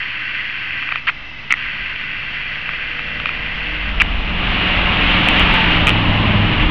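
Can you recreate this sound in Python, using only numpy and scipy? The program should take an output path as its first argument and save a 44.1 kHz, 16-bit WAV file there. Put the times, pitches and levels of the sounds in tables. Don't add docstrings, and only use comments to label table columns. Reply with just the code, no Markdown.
import sys
import numpy as np
from scipy import signal
from scipy.fft import rfft, irfft
from scipy.io import wavfile
from scipy.ndimage import uniform_filter1d

SR = 44100
rng = np.random.default_rng(int(sys.argv[2]) if len(sys.argv) > 2 else 0)


def gain_from_decibels(decibels):
    exponent = np.asarray(decibels, float) / 20
    return 10 ** exponent


def wav_out(sig):
    wavfile.write(sys.argv[1], SR, np.round(np.clip(np.atleast_2d(sig).T, -1, 1) * 32767).astype(np.int16))


N = 295470


def rms_one(x):
    return x / np.sqrt(np.mean(x ** 2) + 1e-20)


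def in_time(rows):
    s, value = np.transpose(rows)
    return np.interp(np.arange(N) / SR, s, value)


def ramp(start_s, full_s):
    return np.clip((np.arange(N) / SR - start_s) / (full_s - start_s), 0, 1)


def drift(rate_hz):
    coarse = 40
    r = np.exp(-2 * coarse * np.pi * rate_hz / SR)
    noise = rng.standard_normal(N // coarse + 2002)
    slow = signal.lfilter([1], [1, -2 * r, r * r], noise)[2000:]
    return np.interp(np.arange(N) / coarse, np.arange(len(slow)), rms_one(slow - slow.mean()))


def coloured(spectrum, patchy_db, patch_rate):
    hz, db = np.transpose(spectrum)
    bins = np.maximum(np.arange(N // 2 + 1) * SR / N, 1)
    gain_db = np.interp(np.log(bins), np.log(hz), db, left=-90, right=-90)
    shaped = rfft(rng.standard_normal(N)) * gain_from_decibels(gain_db)
    place = 3 * np.log2(bins / hz[0])
    together = drift(patch_rate)
    out = 0
    for k in range(int(3 * np.log2(hz[-1] / hz[0])) + 2):
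        band = irfft(shaped * np.maximum(1 - abs(place - k), 0), N)
        out = out + band * gain_from_decibels(patchy_db * (together + drift(patch_rate)))
    return rms_one(out)


def resonance(x, hz, width_hz):
    r = np.exp(-np.pi * width_hz / SR)
    poles = [1, -2 * r * np.cos(2 * np.pi * hz / SR), r * r]
    return signal.lfilter([(1 - r * r) / 2, 0, (r * r - 1) / 2], poles, x + 1e-18)


def picked_out(x, hz, width_hz):
    return rms_one(resonance(resonance(x, hz, width_hz), hz, width_hz))


def whistles(bands, sway_db):
    out = 0
    for hz, width, db in bands:
        out = out + gain_from_decibels(db + sway_db * drift(1.8)) * picked_out(rng.standard_normal(N), hz, width)
    return out


def crankshaft():
    # (time [s], firing rate [Hz])
    firing = [(0, 117.6), (.25, 123.1), (.55, 122.7), (1.0, 133.1), (1.7, 140.4), (2.0, 146), (2.25, 142.2),
              (2.75, 147.4), (3.25, 153.3), (3.75, 160.5), (4.0, 169.7), (4.25, 172), (4.5, 178.8),
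              (4.75, 182.1), (5.5, 180.1), (5.75, 172.9), (6.25, 164.2), (6.7, 162.8)]
    return np.cumsum(in_time(firing) * (1 + .002 * drift(5.0))) / 4 / SR


def firing_tone(shaft, near_db):
    at_s, half_s = 5.6, .25
    broadside = ramp(at_s - half_s, at_s) - ramp(at_s, at_s + half_s)
    level_db = -47.5 + .91 * near_db + 3.1 * broadside
    return np.sqrt(2) * gain_from_decibels(level_db + 1.4 * drift(5.0)) * np.sin(8 * np.pi * shaft)


def tailpipe():
    return 4.1 * ramp(5.77, 6.15)


def exhaust_orders(shaft, near_db, tail_db):
    # (centre [Hz], width [Hz], level [dB], share of tailpipe gain [1])
    pipe = [(107.7, 6, -0.5, 4), (207.2, 25, 3.5, 0.5), (242.4, 20, 0.5, -0.5), (302, 20, 1.5, 1.0),
            (601, 45, -6.5, 0.5), (740, 75, -7, 0), (884.5, 37, -3, -4.5), (1060, 52, -3, 0.5)]
    cycle = np.diff(np.floor(shaft / 2), prepend=0)
    out = np.zeros(N)
    for hz, width, db, share in pipe:
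        level_db = -58 + .96 * near_db + db + share * tail_db + 3.4 * drift(2.5)
        out += gain_from_decibels(level_db) * picked_out(cycle, hz, width)
    return out


def bark(shaft):
    fired = np.flatnonzero(np.diff(np.floor(4 * shaft)))
    cylinder = gain_from_decibels(3.7 * rng.standard_normal(8))[np.arange(len(fired)) % 8]
    pulses = np.zeros(N)
    pulses[fired] = cylinder * gain_from_decibels(3.2 * rng.standard_normal(len(fired)))
    return picked_out(pulses, 650, 500)


def intake(shaft, near_db):
    # (centre [Hz], width [Hz], level [dB], +1 whole or -1 half orders)
    ducts = [(487, 34, -50, 1), (592, 36, -52, -1), (672, 40, -54, 1), (750, 45, -57, -1)]
    turn = np.floor(shaft)
    pulses = np.diff(turn, prepend=0)
    rung = np.zeros(N)
    for hz, width, db, sign in ducts:
        rung += gain_from_decibels(db + 1.7 * drift(2.5)) * picked_out(pulses * sign ** turn, hz, width)
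    facing = ramp(2.1, 2.7) - ramp(4.0, 4.6)
    off_axis_loss_db = 14
    return gain_from_decibels(.6 * (near_db - 5.5) + off_axis_loss_db * (facing - 1)) * rung


def rumble(near_db, tail_db):
    # (frequency [Hz], density [dB per Hz])
    spectrum = [(50, -17), (75, -0.5), (150, -7), (300, -9), (380, -21.5), (500, -47)]
    return gain_from_decibels(-45.5 + .94 * near_db + tail_db) * coloured(spectrum, patchy_db=0.5, patch_rate=5.0)


def roar(shaft, near_db):
    # (frequency [Hz], density [dB per Hz])
    spectrum = [(250, -17), (350, 1.5), (480, -1), (700, 0.5), (1000, 3.5), (1300, -9), (1700, -42.5)]
    noise = coloured(spectrum, patchy_db=-0.5, patch_rate=1.4)
    return gain_from_decibels(-48 + .99 * near_db) * (noise + gain_from_decibels(-9.5) * bark(shaft))


def snow_spray(near_db):
    # (frequency [Hz], density [dB per Hz])
    spectrum = [(800, -47), (1140, -6.5), (1600, -7), (2850, -1.5), (3320, -8), (4450, -25.5),
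                (5780, -47.5), (9790, -120)]
    # (centre [Hz], width [Hz], level under the spray [dB])
    fan = [(1944, 350, -17.5), (2810, 300, -10.5)]
    plume_db = 3.7 * (ramp(4.17, 4.66) - ramp(5.6, 6.05))
    hiss = coloured(spectrum, patchy_db=0.6, patch_rate=6.8)
    return gain_from_decibels(-35.5 + .69 * near_db + plume_db) * (hiss + dull(whistles(fan, sway_db=.6)))


def dull(x):
    return signal.sosfilt(signal.butter(4, 3200, fs=SR, output="sos"), x)


def shell(x):
    # (centre [Hz], width [Hz], level [dB])
    modes = [(960, 55, -20.5), (1257, 180, -14.5), (1535, 122, -4.5), (2002, 238, -2.5), (2404, 100, -1),
             (2686, 176, -2), (3230, 280, -9), (4405, 370, -14)]
    rung = 0
    for k, (hz, width, db) in enumerate(modes):
        rung = rung + (-1) ** k * gain_from_decibels(db) * resonance(x, hz, width)
    return dull(rung)


def clicks(rows, t60, body_db, bounce_db):
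    out, age = np.zeros(N + 2048), np.arange(1024) / SR
    rise = 1 - np.exp(-age / .00015)
    body = gain_from_decibels(body_db - 60 * age / 0.0052) * np.sin(2 * np.pi * 1450 * age)
    lag = round(.0016 * SR)
    bass_cut = signal.butter(3, 935, "high", fs=SR, output="sos")
    for s, peak_db, hz in rows:
        ring = gain_from_decibels(-60 * age / t60) * np.sin(2 * np.pi * hz * age)
        pulse = signal.sosfilt(bass_cut, dull(rise * (body + ring)))
        pulse *= -gain_from_decibels(peak_db) / abs(pulse).max()
        at = round(s * SR) - abs(pulse).argmax() - 6
        out[at:at + 1024] += pulse
        out[at + lag:at + lag + 1024] += gain_from_decibels(bounce_db) * pulse
    return out[:N]


def ice_hits():
    # (time [s], peak level [dB], pitch [Hz])
    hits = [
        (4.7509, -9, 2050),
        (5.2869, -1.2, 2570),
        (5.8708, 2.5, 2570),
        (5.8783, 1, 2400),
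        (5.8854, .5, 2660),
        (5.8934, 1, 2700),
        (5.9044, -3, 2800),
    ]
    return clicks(hits, t60=0.004, body_db=-13, bounce_db=-12)


def lens_motor():
    # (time [s], mesh rate [teeth per s])
    gear = [(0, 204), (1, 204), (1.6, 202), (2, 195), (2.2, 197), (2.5, 205), (4, 202)]
    # (start [s], stop [s], level [dB])
    runs = [
        (-.1, 1.016, -24.5),
        (1.54, 3.936, -25.5),
    ]
    idle_db, spin_s = -41, 0.036
    level_db = idle_db
    for start, stop, db in runs:
        running = ramp(start, start + spin_s) - ramp(stop - spin_s, stop)
        level_db = level_db + (db - idle_db) * running
    teeth = np.cumsum(in_time(gear) * (1 + .02 * drift(20.0))) / SR
    struck = np.diff(np.floor(2 * teeth), prepend=0) > 0
    weak_db = np.where(teeth % 1 > .5, -8.0, 0)
    ticks = struck * gain_from_decibels(weak_db + 2.5 * rng.standard_normal(N)) * rng.choice([-1, 1], N)
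    scrape = rng.standard_normal(N) * (.7 + np.exp(-(teeth % 1) / .3))
    whir = rms_one(shell(scrape)) + gain_from_decibels(-4.0) * rms_one(shell(ticks))
    return gain_from_decibels(level_db + .5 * drift(5.4)) * rms_one(whir)


def lever():
    # (time [s], peak level [dB], pitch [Hz])
    catch = [(1.0827, -7, 2500), (1.0947, -4.5, 1481), (1.5071, -3, 2230), (1.524, -3, 2110),
             (1.5248, 3.5, 2030), (1.5397, -2, 2060), (1.5413, -12, 1894), (4.0017, -2, 2700),
             (4.0072, -3, 2550), (4.0147, -2.5, 2385), (4.0188, -1, 1696), (4.0198, 0, 2271)]
    # (start [s], end [s], level [dB])
    scrapes = [
        (1.069, 1.093, -17),
        (1.093, 1.105, -21),
        (1.503, 1.522, -20),
        (3.999, 4.024, -19),
    ]
    wait_s, gap_s = .006, .0029
    time = np.arange(N) / SR
    push, chatter = np.zeros(N), []
    for start, end, db in scrapes:
        push += gain_from_decibels(db) * np.clip(np.minimum(time - start, end - time) / 0.0013, 0, 1)
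        for k in range(8):
            if start + wait_s + gap_s * (k + 1) < end:
                u, v, w = rng.standard_normal(3)
                slip_s = start + wait_s + gap_s * (k + 0.17 * u)
                chatter.append((slip_s, db + 10.5 + 2 * v, 2500 * (1 + 0.15 * w)))
    grit = push * rms_one(shell(rng.standard_normal(N)))
    return grit + clicks(catch + chatter, t60=.009, body_db=-10.5, bounce_db=-19.5)


def gear_ticks():
    # (time [s], peak level [dB], pitch [Hz])
    ticks = [(0.8261, -10.3, 2110), (0.89, -9.2, 2360), (0.9192, -9.3, 2340), (0.9235, -2.2, 2270),
             (0.9582, -1.9, 2270), (2.6918, -5.5, 2130), (2.7358, -11.7, 2430), (2.9935, -8.0, 2250),
             (3.2014, -9.4, 2770), (3.2582, -1.2, 2420), (3.2918, -6.3, 2450)]
    return gain_from_decibels(-1.0) * clicks(ticks, t60=.0045, body_db=-6, bounce_db=-6)


def lens_standby():
    # (centre [Hz], width [Hz], level [dB])
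    tones = [(2020, 130, -39), (2650, 100, -40)]
    return whistles(tones, sway_db=0.7)


def wind_buffet():
    # (time [s], level [dB])
    gusts = [(0, -47.5), (1.6, -43.5), (2.2, -40.5), (3.1, -36), (3.75, -28), (3.95, -22), (6.7, -21)]
    # (frequency [Hz], density [dB per Hz])
    spectrum = [(12, -11), (25, -9.5), (45, -6), (75, -18.5), (110, -30.5)]
    return gain_from_decibels(in_time(gusts)) * coloured(spectrum, patchy_db=-1.5, patch_rate=4.9)


def microphone_hiss():
    # (frequency [Hz], density [dB per Hz])
    spectrum = [(2500, -14.5), (3500, -5.5), (4500, -9), (5500, -12.5), (6500, -27.5), (7200, -31)]
    return gain_from_decibels(-52) * coloured(spectrum, patchy_db=0.7, patch_rate=8.0)


def scene():
    # (time [s], gain over the far level [dB])
    approach = [(0, 0), (1.3, -1), (1.8, 1.5), (2.8, 2), (3.4, 7), (3.8, 8), (4.0, 13), (4.3, 14.5),
                (4.5, 18.5), (4.9, 21.5), (5.45, 24.5), (5.95, 22.5), (6.3, 22), (6.7, 21.5)]
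    near_db, tail_db, shaft = in_time(approach), tailpipe(), crankshaft()
    engine = firing_tone(shaft, near_db) + exhaust_orders(shaft, near_db, tail_db) + intake(shaft, near_db)
    truck = engine + rumble(near_db, tail_db) + roar(shaft, near_db) + snow_spray(near_db)
    camera = lens_motor() + lever() + gear_ticks() + lens_standby()
    return (truck + ice_hits() + camera + wind_buffet())[None]


def low_pass(x):
    return signal.sosfilt(signal.butter(12, 15700, fs=SR, output="sos"), x)


def record(dry):
    squared = dry ** 2
    lopsided = .07 * (squared - uniform_filter1d(squared, size=441))
    heard = dry + microphone_hiss() + lopsided
    narrow = signal.sosfilt(signal.cheby2(16, 45, 7190, fs=SR, output="sos"), heard)
    offset, ceiling = .0152, .99
    mix = np.clip(narrow + offset, -ceiling, ceiling)
    return low_pass(mix)


dry = scene()
out = record(dry)
wav_out(out)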